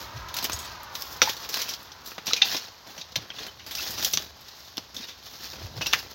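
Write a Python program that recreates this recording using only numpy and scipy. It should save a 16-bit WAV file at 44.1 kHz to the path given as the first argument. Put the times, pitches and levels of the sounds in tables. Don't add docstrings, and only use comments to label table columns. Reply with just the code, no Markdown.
import sys
import numpy as np
from scipy import signal
from scipy.fft import rfft, irfft, next_fast_len
from scipy.io import wavfile
from scipy.ndimage import uniform_filter1d, minimum_filter1d, map_coordinates

SR = 44100
rng = np.random.default_rng(int(sys.argv[2]) if len(sys.argv) > 2 else 0)


def unload_wav(signal):
    wavfile.write(
        sys.argv[1],
        SR,
        np.round(np.clip(np.atleast_2d(signal).T, -1, 1) * 32767).astype(np.int16),
    )


N = 270906

# pitch_hz, level_db (relative to the kick), t60_s
SLAB = [(526, -11.5, 0.09), (852, -18, 0.27), (1278, -0.5, 0.029), (2530, -3, .031), (3690, -3.5, 0.086),
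        (4370, -10.5, 0.1), (5740, 2.5, 0.047)]
TILE = [(792, -30, 0.18), (2660, -14, 0.078), (3604, 1.5, 0.025)]
BOARD = [(980, -4, 0.028), (1280, -3, 0.03), (1524, 2, 0.031), (2020, -1.5, .066)]


def amp(db):
    return 10 ** (np.asarray(db) / 20)


def unit(x):
    return x / np.sqrt(np.mean(x ** 2) + 1e-20)


def along(points, hz):
    point_hz, value = np.transpose(points)
    return np.interp(np.log(hz + 1), np.log(point_hz + 1), value)


def curves(rows):
    s, *columns = np.transpose(rows)
    return [np.interp(np.arange(N) / SR, s, column) for column in columns]


def wobble(rate, size):
    points = rng.standard_normal(int(size * rate / SR) + 4)
    return map_coordinates(points, [np.arange(size) * rate / SR])


def fade(t, t60):
    return np.exp(-np.log(1000) * t / max(t60, 1e-3))


def add(track, s, sound):
    start = max(round(s * SR), 0)
    part = sound[:max(len(track) - start, 0)]
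    track[start:start + len(part)] += part


def colour(x, points):
    m = 2 * next_fast_len(len(x) // 2 + 1024)
    gain = amp(along(points, np.fft.rfftfreq(m, 1 / SR)))
    cepstrum = irfft(np.log(gain), m)
    cepstrum[1:m // 2] *= 2
    cepstrum[m // 2 + 1:] = 0
    return irfft(rfft(x, m) * np.exp(rfft(cepstrum)), m)[:len(x)]


def coloured_noise(points):
    return unit(colour(rng.standard_normal(N), points))


def resonate(x, hz, q):
    return signal.lfilter(*signal.iirpeak(hz, q, fs=SR), x)


def burst(t, t60):
    x = rng.standard_normal(len(t)) * fade(t, t60)
    return x / np.linalg.norm(x)


def footwork():
    # start_s, hold_s, grit_db, lumps_db, leaves_db
    presses = [(0, 0.023, -43.5, -6, -2.5), (.17, 0.021, -48, -6, -8), (0.364, 0.088, -40, -9, -10),
               (0.508, 0.089, -42.5, -9, -5), (0.626, 0.1, -44.5, -23, -12.5),
               (0.955, 0.21, -47, -3.5, 1.5), (1.267, 0.034, -34, -18, -4), (1.406, 0.047, -41, -9, -6),
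               (1.531, 0.092, -34, -11, -6.5), (1.667, 0.054, -39.5, -7.5, -8), (1.816, 0.033, -57, -3, 0),
               (2.077, .02, -44.5, -7, 1.5), (2.291, 0.033, -34, -7, -12), (2.463, 0.084, -29.5, -13, -9),
               (2.611, 0.015, -39, -10.5, -15), (2.887, 0.037, -52.5, 4, -2),
               (2.996, 0.0223, -45.5, -14, -21), (3.19, .04, -50, 3.5, -14), (3.367, 0.082, -43, -4, -14),
               (3.777, 0.051, -34, -17, -5), (3.868, 0.16, -38.5, -6.5, -5.5), (4.028, 0.062, -36, -10, 0),
               (4.188, 0.04, -42.5, -2, -4.5), (4.48, 0.012, -45, -13, -11), (4.57, 0.11, -53, -25, -2.5),
               (4.987, 0.055, -41, -11, -14), (5.252, 0.19, -47.5, -7, -5), (5.433, .04, -40, -11.5, -8),
               (5.517, 0.14, -45, -4, -10), (5.765, 0.056, -46, -1, -7.5), (5.858, 0.14, -40.5, -5.5, -6),
               (6.05, 0.11, -48, -1.5, -8)]
    # grit_db, lumps_db, leaves_db
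    settling_db = (-55, -58, -65)
    load_db_per_s, release_db_per_s = 457, 221.5
    t = np.arange(N) / SR
    power = np.outer(amp(settling_db) ** 2, np.ones(N))
    for s, hold, db, lumps_db, leaves_db in presses:
        before, after = np.maximum(s - t, 0), np.maximum(t - s - hold, 0)
        shape_db = -load_db_per_s * before - release_db_per_s * after
        power += np.outer(amp([db, db + lumps_db, db + leaves_db]) ** 2, amp(shape_db) ** 2)
    return 10 * np.log10(power)


def grains(rate, spread_db, life, count=6):
    t, out = np.arange(SR // 80) / SR, np.zeros(N)
    for _ in range(count):
        happens = rng.random(N) < rate / count / SR
        size_db = spread_db * np.minimum(rng.standard_exponential(N), 3.5)
        out += signal.oaconvolve(happens * amp(size_db), burst(t, life))[:N]
    return out


def pebbles(rate, pitch_hz, cycles, spread_db):
    out, t = np.zeros(N), np.arange(SR // 25) / SR
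    chips = rng.standard_normal((5000, 4))
    times = np.cumsum(chips[:, 0] ** 2) / rate
    for s, (_, smallness, force, phase) in zip(times[times < N / SR], chips):
        hz = np.clip(pitch_hz * np.exp(0.57 * np.tanh(smallness)), 100, 8000)
        tick = np.sin(2 * np.pi * hz * t + phase) * fade(t, cycles / hz)
        add(out, s, amp(spread_db * min(force, 1.7)) * tick)
    return unit(out)


def crunch(grit_db, weight_db, rustle_db):
    # pitch_hz, level_db
    grit_tone = [(500, -10), (900, -4), (1800, -2.5), (2800, -3.5), (3900, 5), (5800, 1.5), (6700, -2),
                 (7700, -32.5), (9000, -19), (12000, -48)]
    weight_tone = [(25, -44), (50, -31), (100, -2), (200, 1), (450, -1), (900, -1.5), (1800, -5.5),
                   (3500, -8.5), (8000, -57.5)]
    rustle_tone = [(2000, -50), (5000, 4.5), (7000, -2), (8800, -18.5), (10500, -7), (12500, -1),
                   (15500, 3.5)]
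    clumps = amp(2.0 * wobble(70, size=N))
    fractures = clumps * grains(rate=1400, spread_db=3, life=.007)
    lumps = clumps * grains(rate=500, spread_db=4, life=0.034)
    crackle = clumps * grains(rate=2400, spread_db=2.5, life=0.0067)
    chips = pebbles(rate=380, pitch_hz=4200, cycles=65, spread_db=5)
    grit = amp(grit_db - 0.5) * unit(colour(unit(fractures) + 0.3 * chips, grit_tone))
    weight = amp(weight_db - 1.5) * unit(colour(lumps, weight_tone))
    rustle = amp(rustle_db + 4.0) * unit(colour(crackle, rustle_tone))
    return grit + weight + rustle


def snap(hz, length, body_db, clack_db, edge_db):
    t = np.arange(SR // 6) / SR
    brittle = np.clip(1.15 - length / 0.058, 0, .9)
    spike = brittle * burst(t, 0.0077)
    crumble = np.sqrt(1 - brittle ** 2) * burst(t, length * 1.6)
    chatter = amp(-5.5) * burst(t, 0.081) * (1 - np.exp(-t / 0.0015))
    notch_db = edge_db - 10.0
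    tone = [(30, body_db - 46.5), (170, body_db + 2.0), (600, body_db), (1800, clack_db),
            (3300, -0.53), (6200, -1.66), (7700, notch_db + 4.5), (9000, notch_db - 5.5),
            (12000, edge_db - 1), (15500, edge_db)]
    crack = colour(spike + crumble + chatter, tone)
    return amp(-2.0) * (crack + 1.5 * resonate(crack, hz, q=11.9))


def snaps():
    # start_s, level_db (before the snap's own trim), resonance_hz, length_s (sets the decay),
    # body_db, clack_db, edge_db
    breaks = [(.2852, -4.5, 3420, 0.074, -17, -2, -12), (0.3419, 1, 3700, 0.031, -18.5, -6, -3.5),
              (0.366, 5, 5180, 0.066, -12, 0.5, -3.5), (.387, 4, 4200, 0.034, -13, -5, -12),
              (.4263, 1, 3950, 0.094, 2.5, -14, -1), (0.4433, 7, 5400, .044, -5, -6, -2),
              (.451, 7.5, 3250, 0.027, -11, -0.5, -16), (0.4975, 1.5, 2520, 0.023, 1, 0.5, -8),
              (0.5212, -0.5, 6050, .031, -2, -17, -10), (.5317, 2, 6370, 0.036, -4, -15, -15),
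              (.833, -15.5, 3830, 0.032, -8.5, 7, 4), (0.9529, 2, 3700, 0.047, -12, -4, -8.5),
              (1.0218, -2, 5400, .022, -30, -8, -3), (1.218, 17.5, 2466, 0.012, -6.5, 3.5, -18),
              (1.2238, 15.5, 5730, .057, -8.5, -13, -14), (1.2745, -3, 4260, 0.1, -5, 14, -16),
              (1.295, 7, 3700, 0.046, -5.5, -5, -12), (1.3667, -3, 4360, .052, -7, -19, -9),
              (1.49, 1, 5500, 0.09, -2, -5, -3), (1.5423, 5.5, 4100, 0.026, -6, -5.5, -6.5),
              (1.5709, -1, 3700, 0.032, -4, 7, -4), (1.5907, 3, 4370, .078, -25, 0, -11),
              (1.617, 7, 5600, 0.045, -16, -5, -6), (1.6888, 5, 5600, 0.097, -14, -13, -8),
              (1.7376, 0.5, 5000, 0.04, -25, -19, -11), (1.83, -23, 6000, .02, -10, -10, 5),
              (1.918, -7, 5670, 0.036, -8, -25, -20), (2.06, -8.5, 4570, 0.05, -14, -16, 0.5),
              (2.118, -16, 2530, .03, 7, 12, -12), (2.1809, -4, 3840, 0.0394, 5, 9, -16),
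              (2.259, -5, 5000, 0.066, -8, -12, -5), (2.268, 6.5, 5840, .078, -9, -7, -9.5),
              (2.279, 4.5, 3450, .041, -1, -6, -20), (2.3339, 17, 4070, 0.0226, -23, -13.5, -20.5),
              (2.363, 9.5, 2400, 0.11, -14, -11, -16.5), (2.417, 6.5, 2410, 0.03, -11, 4, -24),
              (2.4194, 17, 3800, 0.054, -27, -7.5, -34), (2.545, 4, 4100, 0.056, 2, -1, -26),
              (2.566, 6.5, 5400, 0.06, -24, -8, -14), (2.868, -18, 3530, 0.043, 14, -2, -9),
              (2.9783, -3.5, 5730, 0.062, 1, -3, -15), (3.0123, 0, 3830, 0.043, -11, -18, -23),
              (3.1207, -7, 3880, 0.027, -3, -28, -18.5), (3.1572, 8.5, 3660, 0.034, -23, -6, -17),
              (3.161, 10, 4250, 0.031, -7, -10.5, -15.5), (3.3027, -5, 3100, 0.044, -6, 2, -30),
              (3.3848, -2, 3600, 0.089, -7, 2, -23), (3.431, -4.5, 4170, .042, -10, -5, -15),
              (3.466, -6, 4230, 0.05, 0, 3.5, -6), (3.5946, -8.5, 2900, 0.12, -14, 2, -30),
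              (3.6637, -2.5, 4840, 0.19, -2.5, -0.5, -6.5), (3.71, 2, 3610, 0.16, -6, -5.5, -5.5),
              (3.7515, 4, 5500, 0.036, -14, -12, -7), (3.9056, -4, 5170, .066, -16, -10, 3),
              (3.978, 4.5, 5800, 0.12, -6, -2.5, -12), (4.0472, 13.5, 5650, .035, -31, -20, -4),
              (4.129, -10.5, 5660, 0.045, -28, -20, 13), (4.1351, 13.5, 6000, 0.053, -11, -15.5, -10.5),
              (4.1731, 12, 3400, 0.019, -8.5, -5, -15), (4.41, -21.5, 5000, 0.046, -8, -8, 3),
              (4.7706, -0.5, 3640, 0.011, -11, -15, -9.5), (4.7794, 3, 5200, 0.022, 1.5, -6.5, -16),
              (4.945, -6, 5880, 0.055, -7, -6, -8), (4.9654, 0.5, 3540, 0.051, -2, -36, -13),
              (5.0853, -2, 3670, 0.14, -6, -3, -15), (5.81, -3.5, 2890, 0.067, 8.5, 8.5, -18.5),
              (5.8155, 7.5, 2740, 0.073, -9, -19, -16.5), (5.86, 6, 2725, 0.042, -3, -5.5, -21),
              (5.868, 9.5, 2770, 0.026, -5, -20, -12), (5.929, 10.5, 3350, 0.0294, -24, -12, -19),
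              (5.9338, 18.5, 2800, 0.017, -13.5, 6.5, -14.5)]
    out = np.zeros(N)
    for s, db, *piece in breaks:
        add(out, s, amp(db) * snap(*piece))
    return out


def splinters(grit_db):
    density, above_grit_db, spread_db = 34, 29.5, 3
    out = np.zeros(N)
    draws = rng.standard_normal((400, 4))
    times = np.cumsum(np.abs(draws[:, 0])) / density
    for s, (_, force, smallness, sharpness) in zip(times[times < N / SR], draws):
        db = grit_db[int(s * SR)] + above_grit_db + spread_db * np.tanh(force)
        hz = 4200 * np.exp(0.27 * np.tanh(smallness))
        edge_db = -11 + 2.46 * sharpness
        add(out, s, amp(db) * snap(hz, length=0.059, body_db=-11.5, clack_db=-8, edge_db=edge_db))
    return out


def ring(hz, t60):
    t = np.arange(SR // 3) / SR
    phase = 2 * np.pi * hz * t + 0.5 * wobble(400, size=len(t))
    return np.sin(phase) * fade(t, t60) * (1 - np.exp(-t / 0.00046))


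def clinks():
    # start_s, level_db (before the final trim), piece
    kicks = [(1.218, -11, SLAB), (2.4198, 0.5, TILE), (5.934, -15.5, BOARD)]
    # start_s, pitch_hz, level_db (before the final trim), t60_s
    shards = [(.496, 2576, -27, .037), (.521, 6260, -18, 0.0174), (1.2745, 900, -16.5, 0.05),
              (2.311, 1300, -19.5, .026), (2.324, 3970, -20, .078), (2.331, 463, -26.5, 0.08),
              (2.368, 2450, -26, 0.14), (2.545, 986, -29, 0.044), (3.303, 3220, -22, 0.019),
              (3.319, 2670, -29, 0.017), (3.403, 436, -34, 0.067), (3.483, 3040, -31, .053),
              (3.785, 2660, -26.5, 0.094), (3.796, 1450, -28, 0.0294), (4.1733, 3900, -38, 0.43),
              (4.966, 3720, -30, 0.053), (5.03, 3795, -32, .11), (5.818, 2577, -22, .08),
              (5.824, 2880, -23, .05), (5.862, 2720, -17.5, 0.052), (5.869, 5640, -24, .14)]
    out = np.zeros(N)
    for s, db, piece in kicks:
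        for hz, mode_db, t60 in piece:
            add(out, s, amp(db + mode_db) * ring(hz, t60))
    for s, hz, db, t60 in shards:
        add(out, s, amp(db) * ring(hz, t60))
    return amp(-2.0) * out


def jingle():
    # start_s, level_db (before the trim)
    contacts = [(0.531, -28), (.548, -47), (.589, -32.5), (.62, -45), (.648, -41)]
    # pitch_hz, level_db (relative to the contact), t60_s
    metal = [(5310, -1, 0.09), (6620, 3, 0.124), (6840, -3, 0.114), (7700, 0, 0.06), (8100, -4, 0.082),
             (9470, -8, 0.081), (10000, -7.5, 0.12), (11900, -12.5, 0.144), (13200, -7, 0.11),
             (14950, -13, 0.2)]
    out, t = np.zeros(N), np.arange(SR // 3) / SR
    for s, db in contacts:
        for hz, mode_db, t60 in metal:
            new_hz = hz * (1 + rng.normal(0, 0.0025))
            phase = 2 * np.pi * new_hz * t + 1.0 * wobble(250, size=len(t))
            flutter_db = 3.6 * wobble(60, size=len(t))
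            add(out, s, amp(db + mode_db - 6.0 + flutter_db) * np.sin(phase) * fade(t, t60))
    return out


def walls(x):
    # pitch_hz, t60_s
    echo_times = [(150, 0.18), (600, 0.24), (1500, 0.27), (4000, 0.25), (12000, 0.15)]
    hz, t, z = signal.stft(rng.standard_normal(SR // 2), SR, nperseg=256)
    decay_db = -60 * t / along(echo_times, hz)[:, None]
    tail = signal.istft(z * amp(decay_db), SR, nperseg=256)[1]
    tail *= 1 - np.exp(-np.arange(len(tail)) / SR / 0.0027)
    return signal.fftconvolve(x, tail / np.linalg.norm(tail))[:N]


def thumps():
    # centre_s, level_db, pitch_hz, length_s (spread of the bell-shaped swell)
    bumps = [(.165, -35.5, 96, 0.021), (.215, -42, 63, 0.032), (.445, -48, 264, 0.014),
             (.545, -34.5, 121, 0.0091), (.57, -43.5, 70, 0.048), (1.245, -46, 89, .025),
             (3.178, -34, 143, 0.0072), (3.21, -49, 105, 0.018), (4.16, -42, 152, 0.019),
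             (5.005, -38, 243, 0.0041), (5.65, -31, 88, 0.01), (5.785, -32, 137, 0.011)]
    out, t = np.zeros(N), np.arange(-SR // 8, SR // 8) / SR
    for s, db, hz, length in bumps:
        phase = 2 * np.pi * hz * t + wobble(hz / 2, size=len(t))
        add(out, s + t[0], amp(db) * np.cos(phase) * np.exp(-.5 * (t / length) ** 2))
    return out


def passing_car(t, tyres_db, nearest_s):
    # pitch_hz, level_db
    tyre_tone = [(100, -31.5), (400, -8.5), (700, -6), (950, 2), (1300, -0.5), (1900, -7.5), (2500, -12.5),
                 (4000, -15), (9000, -64)]
    direct = coloured_noise(tyre_tone)
    echo_delay_s = 0.003 * np.hypot(1, (t - nearest_s) / 0.9)
    reflection = map_coordinates(direct, [np.arange(N) - echo_delay_s * SR])
    passing = unit(direct + .45 * reflection)
    return amp(tyres_db + 0.1 * wobble(5.1, size=N)) * passing


def low_rumble():
    # pitch_hz, level_db
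    rumble_tone = [(20, -64), (30, -43), (42, -11), (62, 4), (90, 2), (150, -6.5), (400, -17),
                   (1000, -14.5), (4000, -80)]
    # time_s, level_db (before the 4 dB lift below)
    rumble_level = [(0.0, -54), (2.92, -66.5), (4.16, -55), (4.46, -65.5), (5.32, -63.5), (5.8, -48),
                    (6.14, -62)]
    rumble_db, = curves(rumble_level)
    return amp(rumble_db + 4 + wobble(6, size=N)) * coloured_noise(rumble_tone)


def soft_hiss(tyres_db):
    # pitch_hz, level_db
    air_tone = [(200, -8), (1000, 2), (2500, -5.5), (4200, 3), (6200, -2.5), (7700, -18), (9000, -41),
                (13000, -9.5), (16000, -28)]
    foliage_db, car_hiss_db = -53.5, -9.5
    strength = np.hypot(amp(foliage_db), amp(tyres_db + car_hiss_db))
    return strength * amp(0.96 * wobble(3.7, size=N)) * coloured_noise(air_tone)


def outdoors():
    car_db, nearest_s, recede_s = -43.5, 0.44, 1.13
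    fall_db = 18
    t = np.arange(N) / SR
    tyres_db = car_db - fall_db * np.log10(1 + ((t - nearest_s) / recede_s) ** 2)
    return low_rumble() + passing_car(t, tyres_db, nearest_s) + soft_hiss(tyres_db)


def scene():
    grit_db, weight_db, rustle_db = footwork()
    steps = snaps() + clinks() + jingle() + crunch(grit_db, weight_db, rustle_db) + splinters(grit_db)
    return (steps + amp(-16.5) * walls(steps) + thumps() + outdoors())[None]


def record(dry):
    top_hz = 15950
    lean = signal.sosfilt(signal.butter(4, 42, "highpass", fs=SR, output="sos"), dry)
    needed = np.minimum(1, .95 / (np.abs(lean) + 1e-9))
    held = lean * uniform_filter1d(minimum_filter1d(needed, size=45), size=45)
    m = next_fast_len(N + SR // 2)
    return irfft(rfft(held, m) * (np.fft.rfftfreq(m, 1 / SR) < top_hz), m)[..., :N]


dry = scene()
out = record(dry)
unload_wav(out)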